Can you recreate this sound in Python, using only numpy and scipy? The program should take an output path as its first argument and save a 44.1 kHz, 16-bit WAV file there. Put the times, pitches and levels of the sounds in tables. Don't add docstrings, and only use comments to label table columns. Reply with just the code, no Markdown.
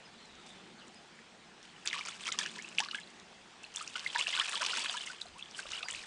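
import sys
import numpy as np
from scipy import signal
from scipy.io import wavfile
from scipy.ndimage import uniform_filter1d

SR = 44100
rng = np.random.default_rng(int(sys.argv[2]) if len(sys.argv) > 2 else 0)


def rack_gain(trim_db):
    fader = np.asarray(trim_db, float)
    return 10 ** (fader / 20)


def master_out(mix):
    frames = np.transpose(np.atleast_2d(mix))
    ceiling = np.clip(frames, -1, 1)
    pcm = np.round(ceiling * 32767).astype(np.int16)
    wavfile.write(sys.argv[1], SR, pcm)


N = 267466

# (frequency [Hz], relative level [dB])
GARDEN_COLOUR = [(12, -46), (20, -45), (120, -11.5), (161, -8), (227, -6.5), (273, -8.5), (428, -6),
                 (557, -9), (745, -5.5), (1080, -8.5), (1930, -9), (3440, -10), (3730, -12), (8230, -21.5),
                 (11000, -36), (14300, -79), (22000, -120)]
# (frequency [Hz], relative level [dB])
SPRAY_COLOUR = [(2500, 4), (4500, 3), (6000, 3), (8000, 6.5), (10000, -7), (11000, -39)]


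def evened(x):
    return x / np.sqrt(np.mean(x ** 2) + 1e-20)


def curve(rows, axis=1):
    rows = np.array(rows)
    return np.interp(np.arange(N) / SR, rows[:, 0], rows[:, axis], -120, -120)


def read(points, hz):
    f, value = np.transpose(points)
    return np.interp(np.log(hz + 1), np.log(f + 1), value)


def add(mix, s, sound):
    part = mix[round(s * SR):][:len(sound)]
    part += sound[:len(part)]


def above(x, hz):
    return signal.sosfilt(signal.butter(3, hz, "high", fs=SR, output="sos"), x)


def resonate(x, hz, width):
    turn = np.exp(2j * np.pi * np.cumsum(hz * np.ones(len(x))) / SR)
    r = np.exp(-np.pi * width / SR)
    smooth = signal.lfilter([1 - r], [1, -r], x / turn + 1e-18)
    return 2 * (turn * smooth).real


def hiss(colour, size, patchy_db):
    frames, hz = 4 * N // size + 5, np.fft.rfftfreq(size, 1 / SR)
    real, imaginary, patches = rng.standard_normal((frames, len(hz), 3)).T
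    for axis in (0, 1):
        patches = uniform_filter1d(patches, size=8, axis=axis)
    gain = rack_gain(read(colour, hz)[:, None] + patchy_db * evened(patches))
    noise = signal.istft((real + 1j * imaginary) * gain, nperseg=size, noverlap=3 * size // 4)[1]
    return evened(noise[:N])


def bubble(hz, swell_ms, fade_ms, glide, phase):
    swell, fade = max(swell_ms, .1) / 1000, max(fade_ms, .1) / 1000
    t = np.arange(-2 * swell, 6 * fade, 1 / SR)
    rise = np.exp(-(t / swell) ** 2)
    fall = 2 / (np.exp(t / fade * 1.98) + np.exp(-t / fade * 0.35))
    turns = np.cumsum(hz * 2 ** (glide * t)) / SR
    return 2 * swell, np.where(t < 0, rise, fall) * np.cos(2 * np.pi * (turns + phase))


def swarm(colour, lo_hz, hi_hz, per_s, cycles, spread_db, count=24):
    size = rack_gain(spread_db * np.minimum(rng.exponential(1, N), 4))
    size = size * (rng.random(N) < per_s / SR)
    kind, out = rng.integers(0, count, N), np.zeros(N)
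    for k, hz in enumerate(np.geomspace(lo_hz, hi_hz, count)):
        fade_ms = 1000 * cycles / hz * rng.uniform(0.3, 2.1)
        grain = bubble(hz, 0.24 * fade_ms, fade_ms, 25, rng.random())[1]
        out += signal.oaconvolve(size * (kind == k), grain * rack_gain(read(colour, hz)))[:N]
    return evened(above(out, 0.69 * lo_hz))


def hose_trickle():
    small = 0.25 * swarm(GARDEN_COLOUR, 970, 7500, 150, 1.6, 1.3)
    droplets = 0.074 * swarm(SPRAY_COLOUR, 5200, 10600, 30, 3.6, 4.5, count=8)
    return small + droplets


def garden():
    # (time [s], level [dB])
    garden_level = [(0, -57.5), (.5, -57), (1.5, -58.5), (3.3, -57), (5.4, -58), (6.07, -56)]
    air = 1.03 * hiss(GARDEN_COLOUR, size=1024, patchy_db=1.85)
    return rack_gain(curve(garden_level)) * (air + hose_trickle())


def traffic():
    # (time [s], level [dB])
    drone_level = [(0, -63), (.67, -55.5), (1.08, -60.5), (2.16, -61.5), (2.4, -52.5), (2.77, -57),
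                   (3.0, -60), (4.05, -70), (4.75, -63), (6.07, -67)]
    # (frequency [Hz], width of one pass [Hz], relative level [dB])
    resonances = [(188.6, 56, -3), (222, 45, -3.5), (338.4, 129, -8)]
    noise, drone = rng.standard_normal(N), np.zeros(N)
    for hz, width, db in resonances:
        drone += rack_gain(db) * resonate(resonate(noise, hz, width), hz, width)
    return 0.58 * rack_gain(curve(drone_level)) * evened(drone)


def wind():
    # (time of peak [s], peak level [dB])
    puffs = [(.35, -65), (.54, -75), (5.32, -61), (5.7, -59), (5.96, -61)]
    puff_s = 0.045
    t = np.arange(N) / SR
    level = rack_gain(-72.5) + sum(rack_gain(db) * np.exp(-((t - s) / puff_s) ** 2) for s, db in puffs)
    rumble = resonate(resonate(rng.standard_normal(N), 56, 87), 56, 87)
    return 0.43 * level * evened(rumble)


def bird_chips():
    # (start [s], level [dB], pitch [Hz]); each starts 3 % above its pitch
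    chips = [(0.046, -55.5, 5000), (0.69, -65, 4840), (0.949, -56, 4990), (1.834, -55, 4900),
             (3.4012, -62.5, 4940), (4.8798, -41, 4700), (5.3053, -63, 4830), (5.84, -44, 4760)]
    out, t = np.zeros(N), np.arange(4000) / SR
    envelope = np.minimum(t / 0.011, 1) * np.exp(-(t / 0.036) ** 2)
    for s, db, hz in chips:
        pitch = hz * (1.03 - 1.23 * t)
        tone = .8 * np.sin(2 * np.pi * np.cumsum(pitch) / SR)
        blur = .3 * evened(resonate(rng.standard_normal(4000), pitch, 220))
        add(out, s, rack_gain(db) * (tone + blur) * envelope)
    return out


def bird_whistles():
    # (time [s], pitch [Hz], level [dB])
    calls = [
        [(.18, 4080, -65), (.24, 4180, -63), (.3, 3800, -66), (.34, 3700, -62), (.43, 3650, -64),
         (.53, 3550, -61), (.62, 3450, -65)],
        [(.78, 4500, -66), (.795, 4200, -58), (.81, 3200, -59), (.822, 2900, -59), (.84, 2800, -59),
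         (.855, 2750, -72)],
    ]
    out = np.zeros(N)
    for rows in calls:
        pitch = np.interp(np.arange(N) / SR, *np.transpose(rows)[:2])
        fuzz = resonate(resonate(rng.standard_normal(N), pitch, 370), pitch, 370)
        rasp = rack_gain(3 * evened(uniform_filter1d(rng.standard_normal(N), size=400)))
        out += rack_gain(curve(rows, axis=2)) * evened(fuzz * rasp)
    return out


def ticks():
    # (time [s], click level [dB], colour [Hz])
    strikes = [(.353, -45, 6070), (.88, -41.5, 7060), (1.628, -41, 5600), (1.856, -26.5, 8000),
               (1.874, -16.5, 6180), (1.929, -31, 5630), (1.992, -29, 4880), (2.051, -30, 5270),
               (2.086, -26, 6320), (2.208, -38, 6800), (2.255, -33, 5220), (2.269, -25, 6100),
               (2.287, -28.5, 5640), (2.323, -19, 6220), (2.388, -14.5, 5830), (2.462, -27, 5640),
               (2.583, -34, 5740), (2.623, -31, 6510), (2.688, -34.5, 6910), (2.749, -38, 5020),
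               (2.778, -29, 5140), (2.803, -17, 5460), (2.848, -29, 4640), (2.913, -29.5, 4490),
               (3, -38.5, 7440), (3.103, -43, 7460), (3.198, -40.5, 6100), (3.74, -36, 5770),
               (3.76, -17.5, 6800), (3.877, -26.5, 5600), (3.994, -28, 5370), (4.047, -32, 4430),
               (4.182, -26, 6700), (4.288, -25, 5460), (4.401, -31, 4830), (4.494, -22, 7700),
               (4.514, -36, 8500), (4.554, -25, 4500), (4.596, -35, 5750), (4.639, -23.5, 5270),
               (4.663, -20.5, 5000), (4.723, -27, 4740), (4.74, -31, 5840), (4.803, -28, 5110),
               (4.931, -34, 6340), (4.97, -28, 7200), (5.063, -28, 6550), (5.214, -31, 4570),
               (5.383, -39, 8250), (5.511, -35, 5500), (5.568, -36, 4670), (5.589, -32, 4560),
               (5.685, -38, 5340), (5.718, -25.5, 6070), (5.827, -35, 5020), (5.885, -28, 6700),
               (5.909, -23.5, 7650), (5.929, -30, 8000)]
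    click_cycles = 1.22
    out, t = np.zeros(N), np.arange(-100, 500) / SR
    for s, db, hz in strikes:
        noise = rng.standard_normal(600)
        click = np.exp(-(t * hz / click_cycles) ** 2) * np.cos(2 * np.pi * hz * t + noise[0])
        puff = np.diff(noise, prepend=0) * np.exp(np.minimum(t / 0.00066, -t / 0.0016))
        spray = 0.18 * (resonate(puff, hz, 1700) + 0.34 * puff)
        add(out, s - .0013, rack_gain(db) * (click + spray))
    return above(out, 1900)


def basin(x):
    at = np.arange(60, 6000, 22) + rng.integers(0, 22, 270)
    taps = np.zeros(6100)
    taps[at] = rng.choice([-1., 1.], len(at)) * rack_gain(-60 * at / SR / 0.057)
    return signal.oaconvolve(x, taps / np.linalg.norm(taps))[:N]


def sloshing(axis):
    # (time [s], gurgle level [dB], spray level [dB], settling time [ms])
    sloshes = [(0.461, -55, -55, 41), (1.629, -55, -61.5, 134), (1.857, -36.5, -48.5, 99),
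               (1.929, -38, -50, 66), (1.98, -35, -51, 27), (2.05, -41, -48, 69), (2.14, -49, -54, 45),
               (2.209, -44, -48.5, 57), (2.257, -39.5, -54, 114), (2.386, -31, -40.5, 53),
               (2.552, -46, -54.5, 134), (2.786, -24.5, -32, 10.7), (2.831, -37.5, -66, 28),
               (2.945, -56, -54, 12), (3.629, -47, -51.5, 18), (3.754, -43, -46.5, 83),
               (3.81, -45, -44, 14), (3.955, -39, -49, 37), (4.045, -57, -48, 35), (4.145, -33, -51, 74),
               (4.18, -37, -36.5, 32), (4.267, -37.5, -45.5, 330), (4.33, -39.5, -62, 150),
               (4.392, -24, -37, 14), (4.45, -39.5, -56, 46), (4.532, -54, -44, 51), (4.61, -26, -36.5, 15),
               (4.66, -34, -40.5, 27), (4.7, -32.5, -44, 100), (4.769, -35, -38.5, 64),
               (4.85, -34, -61, 21), (4.93, -40.5, -45, 57), (5.06, -59, -43.5, 30), (5.209, -63, -45, 30),
               (5.388, -51, -53, 13), (5.548, -45, -47, 49), (5.588, -37.5, -40.5, 15), (5.7, -42, -52, 61),
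               (5.883, -39.5, -46.5, 150)]
    # (time [s], gurgle level [dB])
    stir = [(1.6, -72), (1.95, -58), (2.2, -50.5), (2.47, -48), (2.62, -52.5), (2.96, -50.5), (3.1, -62.5),
            (3.55, -87), (3.74, -53.5), (4.0, -46.5), (4.33, -40.5), (4.8, -39), (5.11, -46.5),
            (5.25, -62.5), (5.49, -56.5), (5.77, -45), (6.07, -69)]
    spray_under_db = 8
    power = rack_gain(curve(stir) - (axis - 1) * spray_under_db) ** 2
    t = np.arange(9000) / SR
    for row in sloshes:
        shape = np.minimum(t / 0.0042, 1) * np.exp(-1000 * t / max(row[3], 3))
        add(power, row[0], (rack_gain(row[axis]) * shape) ** 2)
    return np.sqrt(power)


def churn():
    # (frequency [Hz], relative level [dB])
    gurgle_colour = [(300, -29), (500, 8.5), (750, -14), (1040, -4.5), (2000, 2.5), (2800, 12.5),
                     (4500, 6.5), (7000, 3.5), (9000, -35)]
    slow = uniform_filter1d(uniform_filter1d(rng.standard_normal(N), size=300), size=300)
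    clumps = rack_gain(2.43 * evened(slow))
    gurgle = 0.43 * swarm(gurgle_colour, 700, 5480, 900, 5.2, 3.8, count=36)
    gurgle += 0.4 * swarm(gurgle_colour, 1000, 6000, 700, 1.2, 3.0)
    gurgle += 0.23 * swarm(gurgle_colour, 954, 4500, 120, 8.2, 2.8, count=30)
    gurgle += .14 * hiss(gurgle_colour, size=256, patchy_db=5)
    spray = 0.52 * swarm(SPRAY_COLOUR, 4110, 10150, 900, 2.8, 3.0)
    spray += 0.5 * hiss(SPRAY_COLOUR, size=128, patchy_db=2.0)
    spray += 0.27 * swarm(SPRAY_COLOUR, 6300, 10000, 90, 1.6, 3.9, count=12)
    return above(clumps * (sloshing(axis=1) * gurgle + sloshing(axis=2) * spray), 350)


def bubbles():
    # (time [s], peak level [dB], pitch [Hz], scale of the fade [ms])
    rings = [(1.191, -44, 1890, 1.3), (1.854, -40, 1650, 0.71), (1.863, -33, 3660, .8),
             (1.875, -22, 4600, 0.92), (1.875, -22.5, 3400, 1), (1.901, -31, 3700, 1.2),
             (1.913, -33, 2200, 1.6), (1.93, -28.5, 3220, 1), (1.932, -22.5, 1990, 0.86),
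             (1.939, -29, 2480, 1.8), (1.945, -36, 1130, 3.5), (1.964, -35, 1050, 4),
             (1.983, -30, 2760, 0.33), (1.99, -31, 3160, .7), (1.992, -36.5, 1230, 3.9),
             (2.011, -30, 2300, 2.6), (2.086, -36, 2240, 1), (2.087, -37.5, 1360, 4.2),
             (2.093, -35.5, 3380, 2.8), (2.127, -43, 2230, 2.4), (2.238, -34.5, 3460, 1.7),
             (2.257, -30.5, 2620, .9), (2.28, -31.5, 3190, .9), (2.288, -32.5, 2200, 3.4),
             (2.29, -33, 1325, 5), (2.32, -30.5, 3100, 3.3), (2.32, -25.5, 3800, 1.1),
             (2.324, -33, 2040, 4.5), (2.345, -42.5, 1210, 7.2), (2.388, -39.5, 1050, 2.7),
             (2.389, -24, 3270, 1.6), (2.39, -33, 1800, 2.1), (2.404, -33, 3500, 0.98),
             (2.413, -32.5, 1720, 4.4), (2.432, -35, 2750, 2.6), (2.456, -34, 2850, 1),
             (2.461, -28, 1680, 0.76), (2.463, -30, 2900, .55), (2.573, -45, 970, 5),
             (2.59, -31.5, 1900, 0.97), (2.597, -41, 2140, 11), (2.646, -37.5, 2590, 7.4),
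             (2.786, -19.5, 3230, 1.2), (2.785, -14.5, 2560, 0.8), (2.794, -23, 2730, 2),
             (2.803, -31, 828, 14.5), (2.804, -22, 3270, .6), (2.805, -28, 1700, 1.4),
             (2.826, -35.5, 1060, 4.2), (2.86, -42.5, 1140, 4.7), (2.887, -32, 4170, .8),
             (2.888, -33.5, 1540, 0.83), (2.912, -32, 3720, .4), (2.912, -31, 2870, 4.1),
             (2.934, -39, 1290, 3.5), (2.947, -23, 2870, 0.09), (2.949, -28, 1586, 5.7),
             (2.978, -40, 3160, 3.7), (2.985, -37, 2130, 3.2), (2.989, -40, 1690, 3.8),
             (3.033, -44, 4000, 3.4), (3.075, -41.5, 3880, .5), (3.2, -44, 3700, .9),
             (3.642, -36.5, 2690, 2.8), (3.649, -41, 4180, 3), (3.771, -29, 3480, 2.6),
             (3.812, -34.5, 1260, 8.2), (3.827, -48, 1330, 14), (3.876, -34, 2650, 1.8),
             (3.957, -31.5, 1426, 8), (3.957, -27.5, 3040, 1.3), (3.963, -34, 2200, .9),
             (3.972, -42, 1430, 10), (3.995, -30, 3160, .4), (3.995, -31, 3540, 1.2),
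             (4.064, -23, 2050, 3.6), (4.075, -28.5, 3950, 0.46), (4.102, -33.5, 3320, 1),
             (4.156, -28, 903, 10), (4.161, -20, 1720, 0.58), (4.175, -31, 3630, .9),
             (4.181, -37, 936, 9.6), (4.19, -26.5, 3950, 1.1), (4.193, -30, 2170, 3),
             (4.201, -43, 1084, 20), (4.212, -18.5, 2800, 1.4), (4.224, -25, 3320, 0.9),
             (4.265, -34, 1740, 2.8), (4.27, -20.5, 2720, 1.6), (4.285, -44, 670, 5.4),
             (4.305, -26, 3280, 0.4), (4.332, -29.5, 2030, 4.5), (4.34, -25, 3170, 3.1),
             (4.348, -39, 1440, 5.7), (4.351, -28, 3630, .4), (4.366, -26, 2900, 0.59),
             (4.376, -31, 1440, 11), (4.377, -22, 3580, 0.34), (4.39, -32, 1034, 10), (4.4, -16, 2990, .55),
             (4.409, -23.5, 3600, 1.5), (4.409, -33.5, 1294, 10), (4.415, -24, 1840, 1.3),
             (4.426, -34, 1580, 1.3), (4.455, -43, 2680, 5.6), (4.461, -38, 3100, .6),
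             (4.487, -29.5, 2540, 2.3), (4.493, -32.5, 1650, 0.54), (4.524, -35, 1860, 2.8),
             (4.534, -33, 3130, .7), (4.535, -31, 1400, 1.5), (4.544, -38.5, 1150, 7),
             (4.557, -24, 3230, 1.6), (4.565, -29, 3180, 1.9), (4.572, -40.5, 880, 11),
             (4.578, -26.5, 3400, 0.64), (4.611, -42.5, 620, 6), (4.612, -30, 1450, 3.2),
             (4.621, -23.5, 1410, 0.4), (4.626, -32.5, 980, 15.3), (4.663, -30, 4200, 3.3),
             (4.664, -29, 2520, 1.1), (4.672, -41, 850, 4), (4.697, -33, 2750, 7.7),
             (4.703, -29, 3660, 0.88), (4.711, -26, 2900, .7), (4.735, -27, 1420, 3.2),
             (4.773, -31, 1580, 1.2), (4.774, -39, 1100, 3.1), (4.783, -36, 906, 5.2),
             (4.785, -50, 238, 10), (4.792, -34, 3030, .7), (4.829, -36, 2720, 2), (4.86, -29, 1600, 0.96),
             (4.86, -26, 2620, .8), (4.893, -49, 670, 40), (4.897, -21.5, 3340, .9),
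             (4.915, -36, 2760, 6.5), (4.943, -39, 1320, 11), (4.948, -37, 945, 11),
             (4.969, -36.5, 1620, 8.7), (4.977, -25.5, 3200, 0.52), (4.984, -33, 3470, 2.2),
             (5.009, -35, 3000, 6.7), (5.023, -31, 3300, .8), (5.072, -31.5, 2980, .8),
             (5.075, -34.5, 2040, 3.8), (5.102, -36, 1446, 7.7), (5.217, -26, 3840, 1.6),
             (5.258, -46.5, 700, 5.8), (5.268, -42.5, 4150, 1.1), (5.357, -51.5, 918, 35),
             (5.395, -39, 2630, 2.6), (5.411, -41, 2700, 2.8), (5.426, -30.5, 3370, 1.9),
             (5.548, -34, 3070, 1.2), (5.593, -30.5, 1543, 5.3), (5.631, -37, 2770, 1.1),
             (5.657, -46, 594, 1.4), (5.658, -40.5, 1290, 1.4), (5.718, -34, 3680, 2.4),
             (5.724, -37, 1400, 1.4), (5.731, -38, 2050, 3), (5.735, -28.5, 2800, 2.7),
             (5.753, -38, 3100, 5), (5.758, -40, 2280, 3.2), (5.777, -34, 2900, 3.7),
             (5.782, -49, 1390, 17), (5.808, -42, 1430, 6.9), (5.83, -28, 2620, 2.2),
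             (5.831, -28.5, 3660, 1), (5.834, -39, 1260, 4), (5.84, -51, 700, 11), (5.857, -43, 970, 1.6),
             (5.861, -45, 1500, 8.7), (5.886, -27, 2030, 0.92), (5.891, -53, 1850, 11),
             (5.904, -30.5, 2950, 1.8), (5.924, -33, 3280, 1.8), (5.939, -39, 1940, 2.1),
             (5.949, -27.5, 2620, 0.63), (5.993, -44, 3780, 5.5), (6.039, -38.5, 1840, 1.2)]
    swell_cycles = 2.26
    glide_short, glide_long, long_ms = 4.4, 15, 6.9
    out = np.zeros(N)
    for s, db, hz, fade_ms in rings:
        glide = glide_long + (glide_short - glide_long) * np.exp(-fade_ms / long_ms)
        lead, sound = bubble(hz, 1000 * swell_cycles / hz, fade_ms, glide, rng.random())
        add(out, s - lead, rack_gain(db) * sound)
    return above(out, 180)


def scene():
    background = garden() + traffic() + wind() + bird_chips() + bird_whistles()
    splash = ticks() + bubbles()
    return (background + splash + rack_gain(-8.5) * basin(splash) + churn())[None]


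def roll_off(x):
    return signal.sosfilt(signal.butter(12, 11430, fs=SR, output="sos"), x)


def record(dry):
    lowpass = signal.firwin(101, 10395, window=("kaiser", 4.5), fs=SR)
    mix = signal.oaconvolve(dry, lowpass[None], "same")
    return roll_off(mix)


dry = scene()
out = record(dry)
master_out(out)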